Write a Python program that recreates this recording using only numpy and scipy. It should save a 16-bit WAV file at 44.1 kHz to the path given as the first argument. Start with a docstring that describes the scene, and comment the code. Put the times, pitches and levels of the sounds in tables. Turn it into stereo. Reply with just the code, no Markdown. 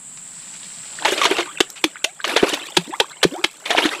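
"""At a small stream among dense plants, a hand stirs the water three times and slaps it seven times.
The strokes throw spray and trap air, which rings as low gulps. Hollows in the water close with
rising gurgles, and drops fall back with ticks and plinks. Leaves brush the arm as it reaches down.
Insects hiss near 8 kHz over the stream's faint trickle and rumble; banks and plants echo briefly."""
import sys
import numpy as np
from scipy import signal
from scipy.fft import rfft, irfft
from scipy.io import wavfile

SR = 44100
rng = np.random.default_rng(int(sys.argv[2]) if len(sys.argv) > 2 else 0)


def log_audio(samples):
    """Write samples as a 16-bit WAV file to the path given in sys.argv[1]."""
    # one column per channel
    frames = np.atleast_2d(samples).T
    # limit to full scale, then quantise
    limited = np.clip(frames, -1, 1)
    pcm = np.round(limited * 32767).astype(np.int16)
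    wavfile.write(sys.argv[1], SR, pcm)


N = 176400
T = np.arange(N) / SR


# Slaps of the hand: t/s, level/dB, length/s, treble boost/(dB per octave)
SLAP_HITS = [(1.604, -7, 0.0052, 3), (1.8405, -5, 0.0022, 3.5), (2.0428, -9.5, 0.0039, 4.5),
             (2.768, -7.5, 0.0073, 3.5), (3.0005, -5.5, 0.0039, 1.5), (3.230, -9, 0.012, 2),
             (3.441, -8, 0.0053, 2)]
# How strong a slap is from low to high: f/Hz, level/dB
SLAP_TONE = [(70, -64), (400, 10), (1200, -2), (3500, 1.5), (4600, -10), (7000, -13), (8900, -24),
             (10000, -7), (11800, -46), (15500, -37)]
def slaps():
    """The flat hand hits the surface with a sharp burst of spray."""
    pitches, spray = crackle(SLAP_TONE, per_s=70000, spread_db=-0.5, cycles=12.7)
    return bursts(SLAP_HITS, pitches, spray, fade_s=0.0029)


# Splashes: t/s, level/dB, length/s, treble boost/(dB per octave)
SPLASH_HITS = [(1.049, -12.5, 0.009, 0.5), (1.077, -18, 0.013, 0), (1.112, -27, 0.02, 7.5),
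               (1.176, -20, 0.01, -0.5), (1.214, -13.5, 0.0016, 2), (1.233, -17, 0.016, 4.5),
               (1.253, -12.5, 0.0061, -0.5), (1.309, -18.5, 0.013, -1.5), (1.366, -21, 0.0037, 2.5),
               (1.384, -13.5, 0.0013, -2.5), (1.400, -23, 0.0084, 1.5), (1.757, -38, 0.03, 4),
               (2.243, -16, 0.0066, 1.5), (2.363, -9.5, 0.0077, -0.5), (2.427, -15, .016, -6.5),
               (2.484, -23.5, 0.012, 6.5), (2.533, -19, 0.0082, 3.5), (3.656, -21.5, 0.005, 2.5),
               (3.705, -10.5, 0.0021, 1), (3.779, -11.5, 0.011, -2), (3.852, -18, 0.011, 1.5)]
# Tone of a splash: f/Hz, level/dB
SPLASH_TONE = [(70, -77), (330, -0.5), (900, -2.5), (3500, -0.5), (4600, -14), (7000, -14.5), (8900, -32),
               (10000, -10), (11800, -48), (15500, -39)]
def splashes():
    """The stirring fingers throw water up."""
    pitches, spray = crackle(SPLASH_TONE, per_s=15000, spread_db=4.5, cycles=13)
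    return bursts(SPLASH_HITS, pitches, spray, fade_s=0.0086)


# Trapped air: t/s, f/Hz, level/dB, time to fade by 60 dB/s, pitch slide/(octaves per s)
AIR_POCKETS = [(1.053, 780, -8.5, 0.045, 25.5), (1.119, 391, -13, 0.085, -4),
               (1.214, 1206, -10.5, 0.14, -8), (1.252, 965, -3.5, 0.02, 2), (1.308, 362, -10, 0.064, 8),
               (1.384, 336, -17, 0.15, 1.5), (1.604, 395, -4.5, 0.025, -15.5), (1.842, 354, -8, 0.056, -11),
               (2.052, 606, -25, 0.13, 7), (2.428, 371, 4.5, 0.015, 0.5), (2.526, 338, -18.5, 0.085, -12),
               (2.768, 352, -7, 0.051, 2), (2.771, 888, -4.5, 0.011, 26), (2.775, 177.7, -19, .12, -1.5),
               (3.002, 439, -11.5, 0.057, -10.5), (3.010, 827, -13, 0.043, 19.5),
               (3.043, 1120, -21, 0.025, 0), (3.248, 387, 0, 0.023, -9), (3.249, 176.6, -15, 0.068, -1.5),
               (3.443, 388, -16, 0.041, -18), (3.706, 687, -17.5, 0.12, 2.5),
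               (3.748, 734, -6.5, 0.016, -12), (3.779, 345, -10.5, 0.027, 9), (3.850, 314, -8.5, 0.05, 0.5)]
def gulps(swell_cycles=1.87):
    """Air pockets trapped under the hand ring like soft bells."""
    out = np.zeros(N)
    for start, hz, db, ring_s, slide in AIR_POCKETS:
        span = slice(int(start * SR), int(start * SR) + SR // 4)
        out[span] += from_db(db) * bubble(T[span] - start, hz, swell_cycles / hz, ring_s, slide)
    return out * wobble(depth=.2, per_s=250)


# One list for each round of stirring: t/s, level/dB
STIR_LEVELS = [
    [(.97, -58), (1.03, -37), (1.065, -25), (1.16, -27), (1.41, -28.5), (1.50, -50)],
    [(2.235, -69), (2.25, -36), (2.29, -20), (2.335, -24.5), (2.54, -27), (2.66, -50)],
    [(3.645, -59), (3.665, -33.5), (3.72, -26), (3.86, -23.5), (3.90, -31.5), (3.945, -30), (4.0, -38)],
]
# Unsettled water fizzing and dripping: t/s, level/dB
FIZZ_LEVELS = [(.9, -53), (1.6, -44), (2.1, -49), (2.72, -38), (3.15, -44), (3.38, -39), (3.58, -46.5),
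               (4.0, -44)]
# Tone of the froth: f/Hz, level/dB
FROTH_TONE = [(70, -50), (190, -20.5), (330, 7.5), (600, -3), (3500, -5.5), (7000, -18.5), (8900, -25),
              (10000, 1.5), (11800, -40), (15500, -37)]
def churning():
    """Stirred water froths and bubbles, fizzes as it settles, and scatters droplets."""
    stirring = sum(loudness(stir) for stir in STIR_LEVELS)
    unsettled = loudness(FIZZ_LEVELS)
    _, froth_bands = crackle(FROTH_TONE, per_s=11000, spread_db=4.5, cycles=11)
    froth = froth_bands.sum(0)
    bubbles = small_bubbles() * wobble(depth=.45, per_s=500)
    churn = stirring * (from_db(-2) * froth + from_db(-1.5) * bubbles)
    fizz = unsettled * (from_db(-10.5) * froth + from_db(-2) * bubbles)
    sloshing = wobble(depth=.22, per_s=130)
    patter_gain = from_db(-20) * stirring + from_db(1) * unsettled
    return sloshing * (churn + fizz) + droplets(patter_gain)


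# Strength of small bubbles by pitch: f/Hz, level/dB
BUBBLE_TONE = [(500, -3.5), (3200, 7), (5500, -7)]
def small_bubbles(count=2400, spread_db=14, ring_cycles=14, max_slide=14):
    """Many small bubbles ring at random moments, each rising in pitch."""
    out = np.zeros(N)
    for when, pitch, strength, rise in rng.random((count, 4)):
        hz = 520 * 11 ** pitch
        span = slice(int(when * N), int(when * N) + SR // 16)
        t = T[span] - T[span][0]
        gain = from_db(spread_db * strength ** 2 + db_at(BUBBLE_TONE, hz))
        out[span] += gain * bubble(t, hz, 2 / hz, 0.034 + ring_cycles / hz, max_slide * rise)
    return normalise(out)


# Hollows left by the hand: t/s, length/s, starting f/Hz, final f/Hz, level/dB
HOLLOWS = [(1.457, 0.068, 938, 1490, -26.5), (2.865, 0.061, 225, 415, -23),
           (2.921, 0.044, 737, 1406, -16.5), (3.31, 0.045, 227, 410, -16), (3.325, .085, 473, 1406, -24),
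           (3.366, 0.081, 315, 428, -27)]
# The two notes of a hollow: multiple of its pitch, level/dB
HOLLOW_NOTES = [(0.998, -3), (1.9, -16.5)]
def gurgles(roughness=1.4, shakes_per_cycle=.3, swell_share=0.37):
    """A closing hollow rings higher and higher, shaken by the water running in."""
    out = np.zeros(N)
    for start, length, start_hz, end_hz, db in HOLLOWS:
        span = slice(int(start * SR), int((start + length) * SR))
        progress = (T[span] - start) / length
        cycles = np.cumsum(start_hz * (end_hz / start_hz) ** progress) / SR
        shape = np.minimum(progress / swell_share, (1 - progress) / (1 - swell_share))
        for ratio, note_db in HOLLOW_NOTES:
            jolts = rng.standard_normal(SR) + 1j * rng.standard_normal(SR)
            shake = 1 + roughness * np.interp(cycles * ratio * shakes_per_cycle, np.arange(SR), jolts)
            note = np.imag(shake * np.exp(2j * np.pi * ratio * cycles)) / np.hypot(1, roughness)
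            out[span] += from_db(db + note_db) * shape * note
    return out


# Droplets that stand out: t/s, level/dB
LOUD_DROPLETS = [(1.121, -14.5), (1.311, -15), (1.702, -16.5), (2.279, -17), (2.493, -13), (2.546, -18)]
# Tone of a tick: f/Hz, level/dB
TICK_TONE = [(600, -36), (6000, 9), (14500, -4)]
def droplets(patter_gain, per_s=160, spread_db=9.5, fade_s=0.0019):
    """Thrown droplets tick on water and leaves; the small ones patter at random."""
    lands = rng.random(N) < per_s / SR
    impacts = lands * patter_gain * from_db(spread_db * rng.uniform(-1, 1, N))
    for start, db in LOUD_DROPLETS:
        impacts[int(start * SR)] += from_db(db)
    fading = signal.lfilter([1], [1, -np.exp(-1 / (fade_s * SR))], impacts + 1e-18)
    return fading * hiss(TICK_TONE)[0] / 2


# Single drops falling back: t/s, f/Hz, level/dB
FALLING_DROPS = [(.987, 1740, -25), (1.021, 863, -20.5), (1.572, 2550, -23), (1.956, 1420, -25.5),
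                 (2.201, 1530, -25), (3.106, 1320, -26.5)]
def plinks(swell_s=0.0015, ring_s=0.036, slide=12.7):
    """Each drop leaves one bubble that rises in pitch, then four quieter ones."""
    out = np.zeros(N)
    for start, hz, db in FALLING_DROPS:
        span = slice(int(start * SR), int(start * SR) + SR // 8)
        t = T[span] - start
        out[span] += from_db(db) * bubble(t, hz, swell_s, ring_s, slide)
        for late, pitch in rng.random((4, 2)):
            follower = bubble(t - 0.014 * late, 1300 * 3.2 ** pitch, swell_s / 2, ring_s / 2, slide)
            out[span] += from_db(db - 6) * follower
    return out * wobble(depth=.9, per_s=800)


# Leaves brushing the arm: t/s, level/dB
RUSTLE_LEVELS = [(.1, -61), (.39, -47), (.8, -44.5), (.98, -42)]
# Single leaves flicking past: t/s, level/dB, length/s, treble boost/(dB per octave)
LEAF_FLICKS = [(.172, -41, 0.0024, -1), (.537, -44, 0.006, -3), (.629, -47, 0.016, 1)]
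# Tone of the leaves: f/Hz, level/dB
LEAF_TONE = [(200, -29), (900, -7.5), (5500, -3), (15000, -67)]
def leaves():
    """Leaves rustle and flick as the arm reaches through them."""
    pitches, crinkle = crackle(LEAF_TONE, per_s=9000, spread_db=4.5, cycles=5)
    rustle = loudness(RUSTLE_LEVELS) * crinkle.sum(0)
    return rustle + bursts(LEAF_FLICKS, pitches, crinkle, fade_s=0.01)


def echoes(sound):
    """Banks and plants throw the sound back, differently to each ear."""
    t, tail = T[:SR // 2], 0
    for db, fade_s in ((-11.5, 0.016), (-25, 0.044)):  # quick off the banks, longer from the plants
        echo = rng.standard_normal((2, len(t))) * np.exp(-t / fade_s) * (t > .002)
        tail = tail + from_db(db) * echo / np.sqrt(np.sum(echo ** 2) / 2)
    tail = signal.sosfilt(signal.butter(1, 450, "high", fs=SR, output="sos"), tail)
    return signal.fftconvolve(sound[None], tail, axes=1)[:, :N]


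# Tone of the insects: f/Hz, level/dB
INSECT_TONE = [(5800, -41), (6700, -13.5), (7300, 2.5), (8250, 3), (8800, -18), (10500, -14), (12300, -58),
               (14800, -21), (16000, -51)]
# Tone of the stream: f/Hz, level/dB
STREAM_TONE = [(30, -5.5), (90, -20), (125, 2), (160, 9), (400, -9.5), (900, -5), (3300, -7),
               (15000, -29.5)]
# The recorder turns the background down at the loud splashes and slowly back up: t/s, level/dB
RECORDER_GAIN = [(0, 6), (1.0, 9), (2.05, -1), (2.7, 2), (3.5, -2.5), (4.0, 1)]
def insects_and_stream():
    """Insects hiss, a little louder on the right, while the stream trickles and rumbles."""
    insects = from_db(-41.5) * hiss(INSECT_TONE) * from_db([[-0.73], [0.73]])
    stream = from_db(-53) * hiss(STREAM_TONE)
    return loudness(RECORDER_GAIN) * (insects + stream)


def bubble(t, hz, swell_s, ring_s, slide):
    """A pure note swells, then fades 60 dB in ring_s; for 0.1 s it slides, in octaves per second."""
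    t = np.maximum(t, 0)
    shape = np.minimum(t / swell_s, 1) ** 2 * from_db(-60 * np.maximum(t - swell_s, 0) / ring_s)
    pitch_hz = (t > 0) * hz * 2 ** (slide * np.minimum(t, .1))
    return shape * np.sin(2 * np.pi * np.cumsum(pitch_hz) / SR)


def crackle(tone, per_s, spread_db, cycles, count=34):
    """Tiny random clicks ring, the high ones more often; gives pitches and a row of sound for each."""
    pitches, rows = np.geomspace(70, 15000, count), []
    shares = pitches ** .8 / np.sum(pitches ** .8)
    chance = rng.random(N)
    sizes = from_db(spread_db * np.minimum(rng.exponential(1, N), 3)) * rng.choice([-1, 1], N)
    width = 1 + 1 / max(cycles, 2)  # a narrower band rings longer
    for hz, share, shift in zip(pitches, shares, rng.integers(0, N, count)):
        clicks = np.roll(sizes * (chance < per_s * share / SR), shift) + 1e-12 * sizes
        band = signal.butter(2, [hz / width, min(hz * width, .48 * SR)], "band", fs=SR, output="sos")
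        ringing = normalise(signal.sosfilt(band, clicks))
        rows.append(ringing * from_db(db_at(tone, hz)) * np.sqrt(hz))
    rows = np.array(rows)
    return pitches, rows / rows.sum(0).std()


def bursts(table, pitches, bands, fade_s, rise_s=0.0032):
    """Each burst turns a crackle up quickly, holds it for its length and lets it fade."""
    out = np.zeros(N)
    for start, db, length, treble_db in table:
        span = slice(int(start * SR) - 30, int(start * SR) + SR // 8)
        t = T[span] - start
        shape = np.clip(t / rise_s + .5, 0, 1) * np.exp(-np.maximum(t - length, 0) / fade_s)
        band_gains = from_db(treble_db * np.log2(np.maximum(pitches, 330) / 2000))
        sound = band_gains @ bands[:, span] * shape
        out[span] += from_db(db) * normalise(sound) * np.sqrt(np.mean(shape ** 2))
    return out


def hiss(tone):
    """Noise with the given tone, separate for each ear."""
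    gains = from_db(db_at(tone, np.fft.rfftfreq(N, 1 / SR)))
    return normalise(irfft(rfft(rng.standard_normal((2, N))) * gains, N))


def wobble(depth, per_s):
    """A volume that wavers at random, as when a bubble changes shape."""
    points = rng.standard_normal(N // 20)
    wander = np.interp(T * per_s, np.arange(len(points)), points)
    return (1 + depth * wander) / np.sqrt(1 + depth ** 2 / 2)


def loudness(points):
    """Volume over time through (t/s, level/dB) points, fading to silence outside them."""
    times, db = np.transpose(points)
    edges = np.clip(np.minimum(T - times[0], times[-1] - T) / .04 + 2, 0, 1)
    return from_db(np.interp(T, times, db)) * edges


def db_at(tone, hz):
    """Look up a tone table's level at any pitch."""
    pitches, db = np.transpose(tone)
    return np.interp(np.log(hz + 1), np.log(pitches), db)


def from_db(db):
    """Turn decibels into a multiplier."""
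    return 10 ** (np.asarray(db) / 20)


def normalise(sound):
    """Scale a sound to an average power of 1."""
    return sound / np.sqrt(np.mean(sound ** 2) + 1e-20)


def scene():
    """Water and leaves straight ahead; echoes, insects and stream all around."""
    nearby = slaps() + splashes() + gulps() + churning() + gurgles() + plinks() + leaves()
    return nearby + echoes(nearby) + insects_and_stream()


def record(dry):
    """Round off the loudest peaks and cut the highest treble."""
    rounded = dry / (1 + dry ** 6) ** (1 / 6)
    return signal.sosfilt(signal.cheby2(12, 60, 16300, fs=SR, output="sos"), rounded)


dry = scene()
out = record(dry)
log_audio(out)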